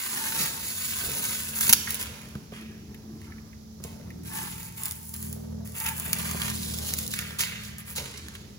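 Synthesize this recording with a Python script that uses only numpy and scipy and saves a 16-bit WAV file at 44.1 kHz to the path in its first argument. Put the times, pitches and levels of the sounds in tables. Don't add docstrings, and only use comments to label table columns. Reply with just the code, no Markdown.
import sys
import numpy as np
from scipy import signal
from scipy.fft import rfft, irfft, next_fast_len
from scipy.io import wavfile
from scipy.ndimage import uniform_filter1d

SR = 44100
rng = np.random.default_rng(int(sys.argv[2]) if len(sys.argv) > 2 else 0)


def dump(signal):
    limited = np.clip(np.atleast_2d(signal).T, -1, 1)
    pcm = np.round(limited * 32767).astype(np.int16)
    wavfile.write(sys.argv[1], SR, pcm)


N = 378378
TIME = np.arange(N) / SR
SIZE = next_fast_len(N + 2 * SR, True)
HZ = np.fft.rfftfreq(SIZE, 1 / SR)


# t/s, attack/s, hold/s, release/s, glue level/dB, paper level/dB, top over lower treble/dB
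PULLS = [(0.0, 0.00084, 0.013, 0.38, -31, -34.5, -2), (0.063, 0.075, 0.26, 0.099, -29.5, -36, -5),
         (0.35, 0.039, 0.046, 0.088, -26, -35, -5), (0.493, 0.17, 0.22, 0.16, -32, -42.5, -2.5),
         (0.824, 0.13, 0.31, 0.31, -29.5, -36, -2.5), (1.18, 0.082, 0.06, 0.039, -33, -42, -3),
         (1.389, 0.0064, 0.0092, 0.076, -34.5, -46.5, -5), (1.52, 0.059, 0.0094, 0.029, -29, -36, 2),
         (1.603, 0.0043, 0.1, 0.013, -24, -32.5, 1), (1.878, 0.016, 0.015, 0.067, -38.5, -35, 13),
         (1.987, 0.014, 0.01, 0.024, -29, -29.5, -4), (2.03, 0.021, 0.033, 0.12, -64, -42, -7),
         (2.522, 0.017, 0.013, 0.085, -51.5, -41.5, -15), (3.147, 0.1, 0.032, 0.074, -60, -56.5, -9),
         (3.825, .01, 0.02, 0.088, -48, -52.5, -6), (4.228, 0.13, 0.076, 0.16, -35, -39.5, 0),
         (4.59, 0.065, 0.0066, 0.015, -41.5, -53, 4), (4.756, 0.026, 0.12, 0.036, -40, -42.5, 6.5),
         (4.904, 0.018, 0.21, 0.021, -53, -82, 22), (5.129, 0.013, 0.13, 0.08, -43, -51, 7),
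         (5.646, 0.0081, 0.017, 0.18, -47.5, -56, 3), (5.729, 0.082, 0.027, 0.037, -36, -36, 11),
         (5.84, 0.022, 0.025, 0.056, -34, -33.5, 4), (5.949, 0.024, 0.022, 0.35, -39.5, -40, 10.5),
         (6.109, 0.042, 0.348, 0.036, -34, -36.5, -5), (6.398, 0.087, 0.0097, .015, -31, -31, -10),
         (6.484, 0.061, 0.4, 0.021, -34.5, -46.5, -6.5), (6.839, 0.027, 0.028, 0.012, -28.5, -44, -7),
         (6.964, 0.014, 0.013, 0.097, -32, -42.5, -2.5), (7.102, 0.009, 0.017, 0.13, -32.5, -56, -6),
         (7.385, 0.0033, 0.014, 0.055, -24.5, -41, -9.5), (7.566, 0.074, 0.018, 0.049, -41.5, -53, -10),
         (7.781, 0.0086, 0.012, 0.017, -49, -45, 14), (7.849, 0.053, .012, 0.023, -41, -44, 4),
         (7.951, 0.013, 0.014, 0.045, -31, -38.5, -11), (7.987, 0.013, 0.083, 0.21, -45.5, -42, -22),
         (8.336, 0.0043, .012, 0.05, -49.5, -47, -18)]


def pulling():
    glue_power, paper_power, weighted_fine_db = 1e-12, 0, 0
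    for start, attack, hold, release, glue_db, paper_db, fine_db in PULLS:
        force = stroke(start, attack, hold, release)
        power = (from_db(glue_db) * force) ** 2
        glue_power = glue_power + power
        weighted_fine_db = weighted_fine_db + fine_db * power
        paper_power = paper_power + (from_db(paper_db) * force) ** 2
    return np.sqrt(glue_power), np.sqrt(paper_power), weighted_fine_db / glue_power


# f/Hz, relative level/dB
GLUE_SPECTRUM = [(500, -18.5), (1500, -20), (2800, -1.5), (3700, 2), (4700, 1.5), (5800, 0), (7000, 4),
                 (10000, 7), (12500, 3.5), (14500, 8.5), (15600, 5.5), (16000, -27)]
# f/Hz, relative level/dB
PAPER_SPECTRUM = [(30, -26), (250, -4), (500, -12.5), (750, -13.5), (950, -0.5), (1300, -1), (1700, 1.5),
                  (2500, 4), (3600, 0), (6000, -14), (16000, -17)]
# f/Hz, width/Hz, relative level/dB
SHEET_MODES = [(1640, 970, 5.5), (2090, 1700, -29), (2630, 240, 5), (4470, 290, 1)]
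SHEET_OFF_S = 1.74


def peeling(glue_gain, paper_gain, fine_db, glue_db=-0.5, paper_db=-3.0, sheet_db=-24.5):
    wide = TIME < SHEET_OFF_S
    strands = crackle(per_s=5600, spread_db=2.0, clump_db=0.0, clump_rate=330)
    grit_gain = np.where(wide, 0.45, 0.55)
    grit = grit_gain * crackle(per_s=190, spread_db=2.0, clump_db=1.5, clump_rate=30)
    creases = crackle(per_s=1100, spread_db=3.2, clump_db=4.5, clump_rate=130)

    glue = fineness(colour(rms_one(strands + grit), GLUE_SPECTRUM), fine_db)
    shaking = rms_one(creases + 0.93 * strands + 2 * grit)
    sheet = wide * from_db(sheet_db) * ringing(shaking, SHEET_MODES)
    paper = from_db(paper_db) * colour(shaking, PAPER_SPECTRUM)

    grip = from_db(1.0 * drift(35) + 0.88 * drift(260))
    return grip * (glue_gain * (from_db(glue_db) * glue + sheet) + paper_gain * paper)


def fineness(x, fine_db, split_hz=6500):
    coarse = signal.sosfiltfilt(signal.butter(2, split_hz, fs=SR, output="sos"), x)
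    return coarse * from_db(-fine_db / 2) + (x - coarse) * from_db(fine_db / 2)


# mean delay/ms, level/dB
REFLECTIONS = [(0.9, -33), (2.302, -19), (4.702, -6.5)]


def reflections(x, sway=0.09):
    out = x.copy()
    for delay_ms, db in REFLECTIONS:
        for port in range(2):
            lag = delay_ms / 1000 * SR * (1 + sway * drift(1.5))
            source = np.clip(np.arange(N) - lag, 0, N - 1).astype(int)
            out[port] += from_db(db) * x[port, source]
    return out / np.sqrt(1 + sum(from_db(db) ** 2 for _, db in REFLECTIONS))


# t/s, crack level/dB, flutter level/dB, low body level/dB
TICKS = [(0.2391, -18, -38, -33), (0.3634, -18, -35, -32), (0.4366, -6, -29, -35), (0.936, -17, -37, -34),
         (1.1176, -14, -32, -34), (1.1507, -15, -32, -46), (1.2274, -16, -31, -39), (1.2408, -8, -28, -39),
         (1.2874, -13, -30, -42), (1.4351, -16, -36, -41), (1.61, -2, -21, -29), (1.6305, -5, -31, -30),
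         (1.6695, -9, -29, -34), (1.9065, -8, -25, -36), (1.9449, -8, -28, -50), (1.9534, -13, -32, -38),
         (2.0129, -12, -31, -48), (2.0271, -12, -29, -45), (2.2171, -26, -50, -50), (2.2884, -27, -51, -62),
         (2.3535, -28, -60, -42), (2.5208, -41, -62, -48), (2.6129, -32, -49, -53), (2.9459, -30, -49, -48),
         (3.2165, -32, -52, -50), (3.8398, -13, -36, -50), (4.1053, -31, -50, -50), (4.2353, -31, -51, -63),
         (4.6305, -20, -39, -49), (4.7241, -27, -50, -67), (4.8352, -9, -30, -44), (4.8565, -5, -27, -36),
         (4.862, -14, -36, -40), (4.8824, -13, -38, -48), (4.911, -7, -30, -47), (4.9213, -15, -35, -51),
         (5.0933, -22, -46, -67), (5.1404, -14, -35, -61), (5.1633, -18, -38, -49), (5.2275, -14, -36, -47),
         (5.2677, -33, -42, -49), (5.328, -15, -34, -49), (5.6752, -25, -42, -59), (5.7214, -25, -43, -55),
         (5.7746, -36, -43, -43), (5.7847, -17, -38, -54), (5.8022, -13, -29, -53), (5.8646, -10, -28, -31),
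         (5.8885, -8, -28, -38), (5.9807, -16, -34, -44), (5.9986, -12, -30, -39), (6.1314, 4, -22, -30),
         (6.133, -2, -26, -32), (6.1868, -12, -33, -42), (6.3124, -9, -26, -36), (6.4183, -5, -32, -26),
         (6.5007, -7, -28, -37), (6.787, -10, -28, -42), (6.938, -2, -26, -39), (6.9878, -4, -26, -42),
         (7.0655, -16, -32, -49), (7.0782, -8, -33, -51), (7.1162, -19, -31, -48), (7.1382, -12, -29, -26),
         (7.1901, -9, -25, -29), (7.3079, -34, -44, -37), (7.3934, -13, -28, -32), (7.4076, -4, -20, -29),
         (7.4131, -3, -24, -44), (7.4358, -12, -27, -26), (7.6359, -24, -40, -49), (7.7839, -18, -42, -61),
         (7.9039, -19, -42, -56), (7.9613, -11, -30, -39), (7.9658, -9, -31, -41), (7.9777, -20, -31, -34),
         (7.9829, -9, -32, -33), (8.1751, -23, -38, -46), (8.1788, -22, -39, -56), (8.2849, -18, -39, -40),
         (8.352, -23, -42, -38)]
# t/s, glue level/dB, paper level/dB, duration scale/ms
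RIPS = [(0.406, -27.5, -41, 15), (1.691, -15, -22, 10.7), (1.7267, -4.5, -15, 2.1),
        (1.7301, -6.5, -30, 6.4)]
# f/Hz, relative level/dB
CRACK_SPECTRUM = [(150, -30), (700, -23), (1500, -16), (3000, -9), (5000, -4), (8000, 0.5), (11000, 2),
                  (14500, 1), (16000, -1.5)]
# f/Hz, relative level/dB
RIP_SPECTRUM = [(150, -28), (700, -19), (1500, -12), (3000, -6), (5000, -2.5), (8000, -.5), (11000, 1),
                (14500, .5), (16000, -1.5)]


def ticks(fine_db, crack_db=1.0, flutter_db=5.5, body_db=6.5, rip_db=6.0):
    rise_s, flutter_s, body_s = 0.0011, 0.00192, 0.0026
    cracks = clicks([(s, db + crack_db) for s, db, _, _ in TICKS])
    flutters = bursts([(s - rise_s, db + flutter_db, flutter_s) for s, _, db, _ in TICKS], swelling)
    bodies = bursts([(s - rise_s / 2, db + body_db, body_s) for s, _, _, db in TICKS], dying)
    rips = bursts([(s, db + rip_db, ms / 1000) for s, db, _, ms in RIPS], tearing)
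    flaps = bursts([(s, db, ms / 1000) for s, _, db, ms in RIPS], tearing)

    snaps = fineness(colour(cracks + flutters, CRACK_SPECTRUM), fine_db / 2)
    torn_glue = fineness(colour(rips, RIP_SPECTRUM), fine_db)
    return snaps + torn_glue + lighten(colour(bodies + flaps, PAPER_SPECTRUM))


def tearing(age):
    return np.minimum(age * 4, 1) / (1 + age ** 8)


def swelling(age):
    return 2 * age * np.exp(1 - 2 * age) + 0.22 * np.minimum(age, 1) * dying(age / 5)


# t/s, attack plus hold/s, level/dB
TAUT = [(0.03, 0.53, -45), (3.82, .05, -49.5), (4.28, 0.15, -37.5), (4.58, 0.051, -51.5),
        (4.76, 0.096, -40.5), (5.09, 0.053, -57), (5.76, 0.16, -39.5), (6.0, 0.23, -50)]
# f/Hz, width/Hz, relative level/dB
WALL_MODES = [(898, 48, 0), (950, 170, -3), (1068, 60, -9), (1320, 80, -13), (1450, 700, -6),
              (1615, 70, -12), (1703, 50, -11), (1995, 70, -12)]


def tank_wall(wall_db=-3.0):
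    ring = ringing(crackle(per_s=5000, spread_db=7.0, clump_db=3.0, clump_rate=160), WALL_MODES)
    local_power = uniform_filter1d(np.mean(ring ** 2, axis=0), size=2600)
    even = ring / np.sqrt(local_power + 1e-6)
    return from_db(wall_db) * strokes(TAUT, attack=0.084, release=0.059) * even


# t/s, attack plus hold/s, level/dB, central resonance f/Hz
CRUMPLES = [(2.54, 0.075, -49.5, 2060), (3.243, 0.039, -52.5, 1038), (7.15, 0.062, -37, 2120),
            (7.39, 0.025, -34, 2300), (7.477, 0.046, -48.5, 1860)]


def loose_strip(crumple_db=-4.0, width_share=0.6):
    curl, curls_per_s = 1.2, 14
    snaps = crackle(per_s=1400, spread_db=2.0, clump_db=0.5, clump_rate=140)
    bend = np.pi / 4 * (1 + np.tanh(drift(curls_per_s)))
    out = 0
    for s, length, db, hz in CRUMPLES:
        slack = ringing(snaps, [(hz / curl, width_share * hz, 0)])
        tight = ringing(snaps, [(hz * curl, width_share * hz, 0)])
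        folds = rms_one(np.cos(bend) * slack + np.sin(bend) * tight)
        out = out + strokes([(s, length, db + crumple_db)], attack=0.009, release=0.16) * folds
    return out


def lighten(x, light_hz=858):
    return signal.sosfilt(signal.butter(3, light_hz, "high", fs=SR, output="sos"), x)


# t/s, peak level/dB, f/Hz
PICKS = [(1.872, -23.5, 1570), (2.349, -39, 1180), (2.943, -40.5, 1950), (3.215, -42, 1800),
         (3.319, -39, 1820), (3.381, -44, 2020), (3.528, -44, 1870), (4.102, -41, 1990),
         (7.981, -27.5, 2500)]


def picking(length_s=0.0042, width_hz=750):
    out = np.zeros(N)
    for s, db, hz in PICKS:
        push = bursts([(s, 0, length_s)], swelling) + 1e-18
        flick = ringing(push, [(hz, width_hz, 0)])
        out += from_db(db) * flick / np.abs(flick).max()
    return out


# t/s, attack plus hold/s, arm drag level/dB, fingertip scrub level/dB
RUBS = [(0.12, 0.26, -49, -47.5), (0.34, 0.063, -50, -43.5), (1.0, 0.19, -47.5, -44),
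        (1.62, 0.032, -44.5, -70), (1.9, 0.23, -56, -46.5), (2.2, 0.6, -54, -57.5),
        (2.85, 0.38, -51.5, -53), (3.8, 0.29, -52.5, -49.5), (4.1, 0.43, -56, -71.5),
        (5.26, 0.36, -81, -51.5), (5.92, 0.39, -54.5, -47.5), (6.4, 0.53, -54, -48.5),
        (6.78, 0.29, -54, -47.5), (7.25, 0.3, -78, -54.5), (7.95, 0.57, -55, -63)]
# t/s, thud level/dB, knuckle knock level/dB, decay/s
BUMPS = [(0.398, -30, -49, 0.032), (1.058, -34, -44, 0.11), (1.696, -23, -49, 0.0095),
         (2.354, -27, -54, 0.0075), (2.523, -29, -39, 0.0057), (3.801, -28.5, -44.5, 0.0086),
         (3.847, -31.5, -34.5, 0.0085), (6.079, -33, -45, 0.0082), (6.346, -26, -30, 0.006),
         (7.979, -41.5, -40.5, 0.076)]
# f/Hz, relative level/dB
HAND_SPECTRUM = [(15, -65), (40, -17.5), (80, -17.5), (140, 8), (200, 3.5), (280, 3.5), (400, 1),
                 (600, -15), (1300, -31.5), (4000, -55)]
# f/Hz, relative level/dB
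FINGER_SPECTRUM = [(20, -58), (200, -23), (340, -7), (440, 2.5), (620, -2.5), (800, -7.5), (1300, -13),
                   (4000, -26.5)]
# f/Hz, relative level/dB
TANK_SPECTRUM = [(15, -35), (40, -11), (80, -2), (140, 3.5), (205, 2), (320, -6.5), (480, -12.5),
                 (680, -23.5), (950, -29), (4000, -61.5)]


def hands(rub_db=2.5, scrub_db=-4.5, resting_db=-74):
    drag_gain, scrub_gain = strokes(RUBS, attack=0.029, release=0.19)
    drag_gain = np.hypot(drag_gain, from_db(resting_db))
    drag = crackle(per_s=1500, spread_db=2.0, clump_db=1.5, clump_rate=50)
    thuds = bursts([(s, db, decay) for s, db, _, decay in BUMPS], dying)
    knocks = bursts([(s, db, decay) for s, _, db, decay in BUMPS], dying)

    arm = drag_gain * from_db(rub_db) * colour(drag, HAND_SPECTRUM)
    fingers = colour(scrub_gain * from_db(scrub_db) * drag + knocks, FINGER_SPECTRUM)
    return arm + fingers + colour(thuds, TANK_SPECTRUM)


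# t/s, rate/(cycles per s)
ENGINE_SPEED = [(0, 19.95), (3.3, 19.9), (5.4, 19.65), (7.6, 19.2), (8.58, 18.75)]
# t/s, throb level/dB, drone level/dB
ENGINE_LEVEL = [(0, -82, -56), (1.4, -88, -49.5), (3.6, -62, -44.5), (4.25, -45.5, -50.5),
                (5.05, -54.5, -58), (5.25, -41.5, -42.5), (5.6, -42, -41.5), (5.8, -49, -52),
                (6.3, -40.5, -42), (7.05, -42.5, -46), (7.7, -51.5, -51.5), (8.58, -71, -50)]
# multiple of the cycle rate, mid level/dB, side level/dB
ENGINE_ORDERS = [(3, -15, -50), (4, -3, -51), (5, -12.5, -58), (6, -3, -47), (7, -9, -47), (8, -5.5, -32),
                 (9, -3, -18), (10, -13.5, -31), (11, -2, -22.5), (12, -25, -16.5), (13, -28, -8),
                 (14, -26, -16.5), (15, -52.5, -29), (16, -52, -30), (17, -50.5, -16.5), (19, -48.5, -12.5),
                 (20, -29, -20), (22, -18.5, -26.5)]
DRONE_ORDER = 11


def engine(second_firing=0.45, waver_db=2.5, smear=0.0701):
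    (cycles_per_s,), (throb_db, drone_db) = in_time(ENGINE_SPEED), in_time(ENGINE_LEVEL)
    turn = 2 * np.pi * np.cumsum(cycles_per_s) / SR
    out = np.zeros((2, N))
    for order, mid_db, side_db in ENGINE_ORDERS:
        firing_phase = np.angle(1 + np.exp(-2j * np.pi * order * second_firing))
        phase = order * turn + firing_phase + smear * order ** 2
        level_db = throb_db if order % DRONE_ORDER else drone_db
        gain = np.sqrt(2) * from_db(level_db + waver_db * drift(8.3))
        mid, side = from_db(mid_db) * np.cos(phase), from_db(side_db) * np.sin(phase)
        out += gain * np.array([mid + side, mid - side])
    return out


# t/s, level/dB
RUMBLE_LEVEL = [(0, -49.5), (1.7, -43), (2.6, -45.5), (3.5, -43.5), (5, -47.5), (7.3, -45), (8.58, -43)]
# f/Hz, relative level/dB
RUMBLE_SPECTRUM = [(20, -30), (45, -10), (80, 6), (120, -1.5), (200, -5), (310, -21), (440, -19.5),
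                   (650, -25), (1500, -36.5)]
# f/Hz, relative level/dB
AIR_SPECTRUM = [(200, -4.5), (700, -0.5), (1400, -11), (2000, -32), (3200, 0.5), (5500, 10), (8000, 0),
                (11000, -3.5), (14000, 9), (16000, -12)]


def background(waver_db=0.5, air_db=-57.0):
    rumble_gain = from_db(in_time(RUMBLE_LEVEL)[0] + waver_db * drift(11.0))
    rumble = rumble_gain * colour(rng.standard_normal((2, N)), RUMBLE_SPECTRUM)
    return rumble + from_db(air_db) * colour(rng.standard_normal((2, N)), AIR_SPECTRUM)


# f/Hz, time to fall 60 dB/s
ROOM_T60 = [(100, 5.3), (1000, 1.5), (4000, 1.42), (9000, 1.07), (16000, 0.47)]


def workshop(x, tail_db=-11.0):
    age = TIME[:3 * SR // 2]
    white = rng.standard_normal((2, len(age)))
    edges, tail = np.geomspace(60, 17000, 10), 0
    for low, high in zip(edges, edges[1:]):
        band_filter = signal.butter(2, [low, high], "band", fs=SR, output="sos")
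        band = signal.sosfilt(band_filter, rng.permutation(white, axis=1))
        t60_s = at_hz(ROOM_T60, np.sqrt(low * high))[0]
        tail = tail + band * from_db(-60 * age / t60_s)
    response = from_db(tail_db) * rms_one(tail * (age > 0.007)) / np.sqrt(len(age))
    return x + scatter(x) + signal.fftconvolve(x, response, axes=1)[:, :N]


def scatter(x, early_db=-5.0, early_s=0.007, count=5, turns_per_s=9):
    age, out = TIME[:SR // 20], 0
    shares = np.array([drift(turns_per_s) for _ in range(count)])
    for share in shares / np.sqrt(np.sum(shares ** 2, axis=0)):
        echoes = rng.standard_normal((2, len(age))) * dying(age / early_s)
        paths = rms_one(echoes) / np.sqrt(len(age))
        out = out + share * signal.oaconvolve(x, paths, axes=1)[:, :N]
    return from_db(early_db) * out


# f/Hz, left-right difference gain/dB, left minus right level/dB
PORTS = [(30, -28.5, 3), (130, -11.5, -1), (273, -10, 0), (610, 1.5, -3), (1540, 0, -3.5),
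         (2905, -0.5, -3.5), (5810, -1, -10), (6640, 1.5, -2.5), (7700, -27, 0), (16000, -15, -0.5)]
# f/Hz, phase/rad
PORT_PHASE = [(0, 0), (300, 0), (600, .7), (1000, 1.1), (2000, 1.6), (3200, 3), (4400, 5.4), (6500, 5.9),
              (8600, 3.14), (11000, 0), (15800, -6.28)]


def microphone(x):
    width_db, balance_db = at_hz(PORTS, HZ)
    left, right = rfft(x, SIZE)
    mid, side = (left + right) / 2, from_db(width_db) * (left - right) / 2
    lean = from_db(balance_db / 2)
    lag = np.exp(-1j * np.interp(HZ, *np.transpose(PORT_PHASE)))
    pair = np.array([(mid + side) * lean, (mid - side) / lean * lag])
    return irfft(pair / np.sqrt((lean ** 2 + lean ** -2) / 2), SIZE)[:, :N]


def crackle(per_s, spread_db, clump_db, clump_rate, scatter=0.4):
    sizes = from_db(spread_db * np.minimum(rng.exponential(1, N), 4)) * rng.choice([-1, 1], N)
    struck = rng.random(N) < per_s / SR
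    snaps = sizes * struck * from_db(clump_db * drift(clump_rate))
    aim = scatter * 2 * rng.uniform(-0.69, 1, N)
    return rms_one(snaps * (1 + aim * [[1], [-1]]))


def clicks(events):
    out = np.zeros(N)
    for s, db in events:
        out[int(s * SR)] += from_db(db)
    return out


def bursts(events, envelope):
    out, age = np.zeros(N + SR), np.arange(SR // 2) / SR
    for s, db, length in events:
        noise = np.tanh(rng.standard_normal(len(age)))
        start = int(s * SR)
        out[start:start + len(age)] += from_db(db) * noise * envelope(age / max(length, 1e-4))
    return out[:N]


def dying(age):
    return np.exp(-age)


def stroke(start, attack, hold, release):
    force = np.zeros(N)
    during = (TIME > start) & (TIME < start + attack + hold + 10 * release)
    age = TIME[during] - start
    decay = np.exp(-np.maximum(age - attack - hold, 0) / release)
    force[during] = np.minimum(age / attack, 1) * decay
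    return force


def strokes(rows, attack, release):
    power = 0
    for start, length, *dbs in rows:
        force = stroke(start, attack, length - attack, release)
        power = power + (from_db(dbs)[:, None] * force) ** 2
    return np.sqrt(power)


def ringing(snaps, modes):
    out = 0
    for hz, width, db in modes:
        mode = resonate(resonate(snaps, hz, width), hz, width)
        out = out + from_db(db) * rms_one(mode)
    return rms_one(out)


def resonate(x, hz, width_hz):
    r = np.exp(-np.pi * width_hz / SR)
    zeros = np.array([1, 0, -1]) * (1 - r * r) / 2
    poles = [1, -2 * r * np.cos(2 * np.pi * hz / SR), r * r]
    return signal.lfilter(zeros, poles, x)


def colour(x, spectrum):
    gain = rms_one(from_db(at_hz(spectrum, HZ)[0]))
    cepstrum = irfft(np.log(gain), SIZE)
    cepstrum[1:SIZE // 2] *= 2
    cepstrum[SIZE // 2 + 1:] = 0
    return irfft(rfft(x, SIZE) * np.exp(rfft(cepstrum)), SIZE)[..., :N]


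def drift(rate):
    return rms_one(np.interp(TIME * rate, np.arange(N), rng.uniform(-1, 1, N)))


def in_time(rows):
    s, *columns = np.transpose(rows)
    return [np.interp(TIME, s, c) for c in columns]


def at_hz(rows, hz):
    points, *columns = np.transpose(rows)
    return [np.interp(np.log(hz + 1), np.log(points), c) for c in columns]


def from_db(db):
    return 10 ** (np.asarray(db) / 20)


def rms_one(x):
    return x / np.sqrt(np.mean(x ** 2) + 1e-20)


def scene():
    glue_gain, paper_gain, fine_db = pulling()
    tape = reflections(peeling(glue_gain, paper_gain, fine_db) + lighten(loose_strip()))
    near = tape + ticks(fine_db) + tank_wall() + picking() + hands()
    return microphone(workshop(near) + background()) + engine()


def record(dry, cutoff_hz=16000):
    low_pass = signal.ellip(10, 0.2, 80, cutoff_hz, fs=SR, output="sos")
    return signal.sosfilt(low_pass, np.clip(dry, -1, 1))


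dry = scene()
out = record(dry)
dump(out)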